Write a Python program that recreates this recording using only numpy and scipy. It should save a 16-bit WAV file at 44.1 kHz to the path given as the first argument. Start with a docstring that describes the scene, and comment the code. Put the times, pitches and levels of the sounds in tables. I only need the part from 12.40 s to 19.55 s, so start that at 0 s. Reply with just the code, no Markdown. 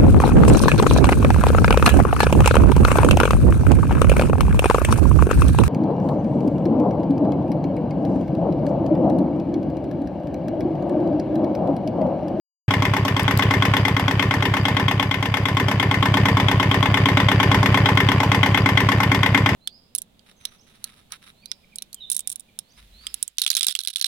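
"""After a short silence, gear clatter and an intake gulp start abruptly: a two-cylinder marine diesel idles
in a padded engine compartment, close to a hand-held stereo microphone.
In every 720 degree cycle the cylinders fire about 185 degrees apart and ring the modes of the block.
Valve contacts ring the rockers, two intake gulps thump through the air box, and jolts ring the casing.
Gears, belt and pump add shaped noise, and a few bright clicks are bursts of filtered noise."""
import sys
import numpy as np
from scipy import signal
from scipy.fft import rfft, irfft, next_fast_len
from scipy.io import wavfile
from scipy.ndimage import uniform_filter1d

SR = 44100
rng = np.random.default_rng(int(sys.argv[2]) if len(sys.argv) > 2 else 0)


def waveform_to_disk(signal):
    """Save audio, clipped to [-1, 1], as 16-bit WAV at the path in sys.argv[1]."""
    frames = np.transpose(np.atleast_2d(signal))
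    scaled = np.clip(frames, -1, 1) * 32767
    samples = np.round(scaled).astype(np.int16)
    wavfile.write(sys.argv[1], SR, samples)


N = 315315

# Likeness of the sound at the two ports. Each row: frequency in Hz, left-right correlation.
PORT_LIKENESS = [(60, 1.0), (180, 1.0), (550, 0.96), (1650, 0.27), (4970, -0.12), (15000, -0.02)]
USUAL_DB = -9.3  # nominal gulp level in dB at the usual microphone distance
SCATTER_DB = 0.69  # standard deviation of firing strength in dB; gulps scatter half as much
SIDES = np.array([[.5], [-.5]])  # shares of a left-right difference for the left and right port


def amp(db):
    """Level: 20 dB is a factor of ten in amplitude."""
    return 10 ** (np.asarray(db) / 20)


def along(points, hz):
    """Spectral curve: (Hz, value) points joined by straight lines on a log frequency axis."""
    f, v = np.transpose(points)
    return np.interp(np.log(hz + 1), np.log(f + 1), v)


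def filtered(x, response):
    """Linear filtering: the spectrum is multiplied by a response, a function of frequency in Hz."""
    m = next_fast_len(x.shape[-1] + 8192)
    spectrum = rfft(x, m) * response(np.fft.rfftfreq(m, 1 / SR))
    return irfft(spectrum, m)[..., :x.shape[-1]]


def place(times, sounds):
    """Superposition: stereo sounds (events, 2, samples) add up, each from its time in seconds."""
    out = np.zeros((2, N + SR))
    for s, sound in zip(times, sounds):
        out[:, round(s * SR):][:, :sound.shape[1]] += sound
    return out[:, :N]


def ring(hz, t60, level_db, phase, attack):
    """Modal decay: each blow (blows, 2, modes) excites sinusoids that die exponentially; attack in s."""
    t = np.arange(SR // 6) / SR
    modes = amp(-60 * t / t60[:, None]) * np.exp(2j * np.pi * hz[:, None] * t)
    excitation = amp(level_db) * np.exp(1j * phase)
    return (excitation @ modes).imag * (1 - np.exp(-t / attack))


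def habit(hz, count, apart_hz=1900):
    """Spatial coherence: phases a part repeats at every blow differ more between ports for high modes."""
    apart = np.minimum(hz / apart_hz, 2) ** 2 * rng.standard_normal((count, 1, len(hz)))
    return rng.uniform(0, 2 * np.pi, (count, 1, len(hz))) + apart * SIDES


def crank(share):
    """Crank kinematics: integrated speed gives the times of fixed shares of the 720 degree cycle."""
    # The governor hunts slightly. Each row: time in seconds, speed in rpm.
    speed = [(0.3, 1049.1), (1.1, 1049.4), (1.55, 1048.4), (1.75, 1047.2), (2.3, 1048.6), (2.6, 1044.3),
             (2.75, 1048.8), (3.1, 1049.9), (4.1, 1048.8), (4.4, 1047.0), (5.4, 1048.5), (5.8, 1044.9),
             (5.95, 1051.3), (6.3, 1049.7), (6.8, 1049.0), (7.1, 1046.5)]
    first_s = .3072  # a cycle starts with the front firing
    t = np.arange(N) / SR
    cycles = np.cumsum(np.interp(t, *np.transpose(speed))) / (120 * SR)  # two turns a cycle
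    cycles = cycles - np.interp(first_s, t, cycles)
    wanted = (np.arange(-1, cycles[-1])[:, None] + share).ravel()
    return np.interp(wanted, cycles, t, right=N / SR)  # what falls after the end is dropped


def near(s):
    """Distance law: dB over the level at the usual distance as the microphone comes near and recedes."""
    # Microphone approach. Each row: time in seconds, nominal level of an intake gulp in dB.
    approach = [(0.3, -9), (0.7, -11.5), (1.0, -9), (1.2, -9), (1.35, -8.5), (1.55, -10.5), (2.2, -11.0),
                (2.4, -10.5), (2.55, -11.5), (2.72, -14.5), (2.9, -13.5), (3.15, -11), (3.6, -9.7),
                (3.85, -7.5), (4.3, -8.5), (5.3, -6.5), (5.7, -8), (6.4, -8.5), (7.1, -9)]
    return np.interp(s, *np.transpose(approach)) - USUAL_DB


def clatter():
    """Broadband noise: gears, belt and pump rattle in random lumps, near mono in the bass."""
    # Rattle spectrum. 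Each row: frequency in Hz, relative level per Hz in dB.
    rattle = [(18, -50), (30, -19), (109, -2), (280, -9), (499, -19), (1040, -17.5), (1320, -21),
              (2120, -18), (3310, -24.5), (4300, -36), (4910, -38), (9710, -53), (12000, -53), (16000, -74)]

    def mid_side(hz):
        # the angle splits the power so that left and right have the wanted correlation
        angle = np.arccos(np.clip(along(PORT_LIKENESS, hz), -1, 1)) / 2
        level_db = along(rattle, hz) - 6.5 * (hz < 330)
        return amp(level_db) * [np.cos(angle), np.sin(angle)]

    lumps = uniform_filter1d(rng.standard_normal(N), size=150)
    pair = rng.standard_normal((2, N)) * amp(3 * lumps / lumps.std())
    mid, side = filtered(pair, mid_side)
    level_db = near(np.arange(N) / SR) - 30.5
    return amp(level_db) * np.array([mid + side, mid - side]) / mid.std()


def intake():
    """Cavity resonance: each gulp starts as suction and swings into a crest while the air box rings."""
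    # Air box modes. Each row: frequency in Hz, t60 in seconds, relative level in dB for the rear gulp
    # and for the front gulp.
    air_box = [(79.2, 0.098, -16.9, -51.0), (106.3, 0.126, 0.7, 2.3), (127.4, 0.084, 5.5, 2.1),
               (153.0, 0.023, 11.7, 19.5), (289.0, 0.034, -3.2, 4.5)]
    hz, t60, rear_db, front_db = np.transpose(air_box)
    s = crank([.8227, .5696])  # rear, front gulp (share of the cycle)
    cylinder = np.arange(len(s)) % 2  # 0 rear, 1 front
    gulp_db = USUAL_DB + near(s) + np.array([.3, -.3])[cylinder]
    gulp_db = gulp_db + .5 * SCATTER_DB * rng.standard_normal(len(s))
    level_db = np.array([rear_db, front_db])[cylinder] + gulp_db[:, None]
    level_db = level_db[:, None].repeat(2, axis=1)  # alike at both ports
    rise_s = np.array([.0057, .0053])[cylinder]  # the gulp starts this long before its crank angle
    swell_s = np.array([.0106, .015])[cylinder, None, None]
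    return place(s - rise_s, -ring(hz, t60, level_db, 0, attack=swell_s))


def valves():
    """Impact excitation: cams lift and seat valves at fixed crank angles, with a snap and rocker ring."""
    # Valve gear contacts. Each row: share of the cycle after the front firing, relative ring level in dB,
    # relative snap level in dB.
    contacts = [(.385, -6, -41), (0.529, -5.5, -37), (0.649, -5, -37), (.71, -20.5, -35), (0.832, -8, -24)]
    # Rocker modes. Each row: frequency in Hz, t60 in seconds, relative level in dB, left-right dB.
    rocker = [(580, 0.034, 0, -4.5), (1057, 0.036, 2, -0.5), (1486, 0.019, -6, 0), (2045, 0.016, -5, 15.5),
              (2310, 0.029, -14, 25), (3030, 0.014, -15, 30.5), (4750, 0.033, -17, -8.5),
              (4860, 0.034, -14.5, 9)]
    share, ring_db, snap_db = np.transpose(contacts)
    hz, t60, mode_db, pan_db = np.transpose(rocker)
    s = crank(share)
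    near_db = near(s) - 20
    # chance for level and for phase, wider in the high modes
    chance = rng.standard_normal((len(s), 2, 1, len(hz))) * np.minimum(hz / 1500, 1)
    level_db = (np.resize(ring_db, len(s)) + near_db)[:, None, None] + mode_db + pan_db * SIDES
    phase = np.resize(habit(hz, count=len(share)), (len(s), 2, len(hz)))
    rings = ring(hz, t60, level_db + 3 * chance[:, 0], phase + 0.84 * chance[:, 1], attack=0.00017)
    snap_db = np.resize(snap_db, len(s)) + near_db + 4 * rng.standard_normal(len(s))
    decay_db = -60 * np.arange(rings.shape[-1]) / SR / 0.015
    snaps = rng.standard_normal(rings.shape) * amp(snap_db[:, None, None] + decay_db)
    return place(s, rings + snaps)


def strengths(s, cylinder):
    """Source strength: dB of each firing in the low ring, at 2 kHz, at 3 kHz and in the fizz."""
    # Brighter ring as the microphone turns. Each row: time in seconds, relative level in dB of the front
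    # cylinder at 2 kHz, of the rear at 2 kHz, of the front at 3 kHz, and of the treble of both.
    bright = [(.3, -5, 2, -4, -1), (.7, -6, -2.5, -8.5, 1), (1.2, -0.5, -1.5, -0.5, -0.5),
              (1.9, -2.7, -1.5, -0.5, 0), (2.8, 1.5, -0.5, 4.5, 0), (3.5, -2.5, 2, -1.2, -0.5),
              (4.2, -4, -2.1, 1.5, -1), (5, -2.5, .7, 0.5, 0), (5.8, 0.2, 0.5, 1.5, 0),
              (6.4, 2, 0.5, -1.5, 1), (7.1, 3.5, 1.2, -.9, 1)]
    # Firings whose ring stands out: louder, weaker, brighter or duller. Each row: time in seconds,
    # added dB at 2 kHz, added dB at 3 kHz.
    standing_out = [(.65, -11, -2), (.879, 0, 5), (1.023, 0, 5), (1.137, 4, -5), (1.366, -1, 3.5),
                    (1.595, -4, -3), (1.794, 2.5, 2.5), (1.938, 4, -10), (2.023, 1, -4), (2.053, 2, 4),
                    (2.138, -2, -7), (2.711, 0, 1.5), (2.74, 2, 3), (2.825, -4.5, -6.5), (3.084, -5, -3),
                    (3.283, -6, -7), (3.312, -0.5, -5), (3.626, -1, 3.5), (3.969, -1, -6), (5.228, -8, -14),
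                    (5.601, 4.5, 3.5), (5.801, -5, -7), (5.831, -2.5, -2), (6.03, 3.5, 4),
                    (6.373, 2.5, 6.5), (6.602, -2, -8), (6.86, 3.5, 5.5), (6.945, 4, 3.5)]
    low_follows, high_follows = 0.89, 0.65  # dB for each dB of nearness
    turned = [np.interp(s, np.transpose(bright)[0], db) for db in np.transpose(bright)[1:]]
    front_db, rear_db, ping_db, treble_db = turned
    own_db = np.outer(near(s), [low_follows, high_follows, high_follows, high_follows])
    own_db += SCATTER_DB * rng.standard_normal(own_db.shape)
    own_db[:, 0] += np.array([-0.5, -3])[cylinder]  # front, rear
    own_db[:, 1] += np.where(cylinder, rear_db, front_db)
    own_db[:, 2] += np.where(cylinder, 0, ping_db)
    own_db[:, -1] += treble_db
    for when, *more_db in standing_out:
        own_db[np.argmin(abs(s - when)), 1:3] += more_db
    return own_db


def fizz(shape, cylinder, treble_db):
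    """High modal density: ringing too dense to tell apart is noise with a fast and a slow decay."""
    # Fizz spectrum. Each row: frequency in Hz, relative level per Hz in dB.
    spectrum = [(3000, -120), (4000, -4), (6000, -1.5), (7200, -8.5), (8100, -6.5), (9800, -15.5),
                (11000, -13), (11900, -8.5), (12600, -10), (14000, -23), (16000, -32), (17000, -120)]
    # Fizz direction. Each row: frequency in Hz, left-right dB.
    direction = [(4000, 11), (8000, 4), (12000, -4), (16000, 14)]
    t = np.arange(shape[-1]) / SR
    attack_s = np.array([.001, .002])[cylinder, None, None]  # front, rear
    decay = amp(-60 * t / 0.035) + amp(-17 - 60 * t / 0.28)
    burst = decay * (1 - np.exp(-t / attack_s))
    colour = lambda hz: amp(along(spectrum, hz) + along(direction, hz) * SIDES)
    noise = filtered(rng.standard_normal(shape), colour)
    level_db = treble_db + np.array([-27.5, -26.5])[cylinder]  # front, rear
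    return noise / noise.std() * burst * amp(level_db)[:, None, None]


def knock():
    """Modal excitation: combustion rings the block, low modes alike each cycle and high modes more loosely."""
    # Block modes. Each row: centre frequency in Hz, t60 in seconds, relative level in dB from the front
    # cylinder and from the rear cylinder, left-right dB.
    block = [(588, 0.07, -1.5, -10, 0), (720, 0.05, -20, -18, 0), (850, 0.057, -3, 1.5, -1),
             (1008, 0.084, -1, 3, 1.5), (1062, 0.055, 5, -16.5, 2), (1170, 0.037, -8.5, -1.5, 3),
             (1330, 0.064, -12, -10.5, 7), (1525, 0.061, -5, -9, -7.5), (1670, 0.039, -9.5, -14, 9.5),
             (1776, 0.18, -17, -8, 9), (1901, 0.061, -10, -5, -2), (2073, 0.06, -1.5, -13.5, 10.5),
             (2088, 0.034, -5, 2, 8), (2284, 0.06, -3, -11.5, 6), (2548, 0.037, -12, -7.5, 13),
             (2882, 0.042, -11, -7.5, 11.5), (3198, 0.039, -4, -15, 13), (3422, 0.041, -4.5, -8.5, 10.5),
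             (3680, 0.051, -16, -14.5, 4), (3973, 0.052, -13.5, -21.5, 0), (4880, 0.041, -19, -15.5, -3.5),
             (5350, 0.04, -24.5, -25, 13), (11000, 0.04, -32, -19, 1), (11550, 0.035, -36, -20, -8),
             (12200, 0.035, -38, -20.5, -8)]
    # Firing points, front then rear. Each entry: share of the cycle.
    fire_at = [0, .257]
    s = crank(fire_at)
    cylinder = np.arange(len(s)) % 2  # 0 front, 1 rear
    hz, t60, front_db, rear_db, pan_db = np.repeat(block, 3, axis=0).T
    # every mode is a close group of three
    hz = hz + np.minimum(0.027 * hz, 110) * np.tile([-1, 0, 1], len(block))
    own_db = strengths(s, cylinder)
    colour_db = [np.interp(hz, [990, 2050, 3030, 5600], row) for row in own_db]
    # chance for level and for phase, wider in the high modes
    chance = rng.standard_normal((len(s), 2, 1, len(hz))) * np.minimum(hz / 2500, 1.5)
    mode_db = np.array([front_db, rear_db])[cylinder] + colour_db
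    level_db = -21.5 + mode_db[:, None] + pan_db * SIDES
    phase = habit(hz, count=2)[cylinder] + 0.74 * chance[:, 1]
    blows = ring(hz, t60, level_db + 1.05 * chance[:, 0], phase, attack=0.0011)
    # the fuel burns raggedly: weaker blows follow the first, longer in the rear cylinder
    t = np.arange(SR // 50) / SR
    burn_s = np.array([.012, .02])[cylinder, None, None]  # t60
    burn = amp(-27.5 - 60 * t / burn_s) * rng.standard_normal((len(s), 1, len(t)))
    blows = blows + signal.fftconvolve(blows, burn, axes=2)[..., :blows.shape[-1]]
    # however the phases fall, a firing hands the block its due energy
    due = np.sum(amp(2 * level_db) * t60, axis=(1, 2)) * SR / (4 * np.log(1000))
    blows = blows * np.sqrt(due / np.sum(blows ** 2, axis=(1, 2)))[:, None, None]
    return place(s, blows + fizz(blows.shape, cylinder, own_db[:, -1]))


def compartment(x):
    """Reverberation: the walls answer, each frequency decays at its own rate, and the bass is port-alike."""
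    # Wall reverberation. Each row: frequency in Hz, t60 in seconds.
    walls = [(100, 0.2), (500, 0.36), (2000, 0.25), (6000, 0.18), (14000, 0.16)]
    hz, t, z = signal.stft(rng.standard_normal((2, SR // 3)), SR, nperseg=256)
    like = np.clip(along(PORT_LIKENESS, hz), 0, 1)[:, None]
    z = np.array([z[0], like * z[0] + np.sqrt(1 - like ** 2) * z[1]])
    z = z * amp(-60 * t / along(walls, hz)[:, None])
    tail = signal.istft(z, SR, nperseg=256)[1]
    return signal.fftconvolve(x, tail / np.linalg.norm(tail[0]), axes=1)[:, :N]


def casing():
    """Low structural modes: pistons and cams jolt casing and floor boards in the same order every cycle."""
    # Modes of casing and floor boards. Each row: frequency in Hz, t60 in seconds.
    low_modes = [(183.5, 0.216), (203.4, 0.252), (273.1, 0.082), (390.2, 0.18), (458, 0.131)]
    # Jolts of pistons and cams. Each row: share of the cycle after the front firing, then the nominal level
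    # in dB into each of the five low modes.
    jolts = np.array([(0.0017, -60.0, -60.0, -18.1, -60.0, -60.0),
                      (0.0982, -60.0, -60.0, -18.9, -29.4, -60.0),
                      (0.1746, -34.4, -26.2, -60.0, -32.6, -33.5),
                      (0.3121, -27.5, -60.0, -19.9, -60.0, -60.0),
                      (0.384, -60.0, -37.7, -29.9, -23.7, -27.2),
                      (0.442, -60.0, -29.2, -45.8, -33.7, -60.0)])
    hz, t60 = np.transpose(low_modes)
    s = crank(jolts[:, 0])
    level_db = np.resize(jolts[:, 1:], (len(s), len(hz))) + near(s)[:, None]
    level_db = level_db + 2.63 * rng.standard_normal(level_db.shape)
    sounds = ring(hz, t60, level_db[:, None] + [[-.2], [.2]], 0, attack=.0006)
    return place(s, sounds)


def clicks():
    """Transient noise: short bright snaps near the left port, without wall reverberation."""
    # Clicks. Each row: start in seconds, nominal level in dB, left-right dB.
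    snaps_heard = [(0.65, -21, 16), (0.8324, -17.5, 17), (0.9746, -15.5, 28.5), (0.989, -14, 8),
                   (1.0365, -17, 11)]
    s, nominal_db, pan_db = np.transpose(snaps_heard)
    t = np.arange(SR // 50) / SR
    bursts = rng.standard_normal((len(s), 1, len(t))) * amp(-60 * t / 0.006)
    snaps = filtered(bursts, lambda hz: hz / (hz + 2500) / (1 + (hz / 12000) ** 2))
    level_db = nominal_db[:, None] - 1.5 + np.outer(pan_db, SIDES)
    return place(s, snaps * amp(level_db)[..., None])


def scene():
    """Superposition: the metal sounds and their reverberation add to the other sources."""
    metal = knock() + valves()
    return metal + amp(-10.5) * compartment(metal) + intake() + casing() + clatter() + clicks()


def record(dry):
    """Transduction: ports lose deep bass, and an abrupt start, soft limiting and a band limit follow."""
    start_s, top_hz = .281, 16300
    left_leads_s = 5.5e-5  # the left port is a little nearer

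    def ports(hz):
        bass_loss = hz ** 4 / (hz ** 4 + 29 ** 4)
        return np.exp(2j * np.pi * hz * left_leads_s * SIDES) * bass_loss

    heard = signal.lfilter(*signal.butter(2, 30, "high", fs=SR), filtered(dry, ports))
    on = heard * (np.arange(N) / SR > start_s)
    rounded = on / (1 + np.abs(on) ** 8) ** (1 / 8)  # only the highest peaks are rounded off
    return filtered(rounded, lambda hz: hz < top_hz)


dry = scene()
out = record(dry)
waveform_to_disk(out)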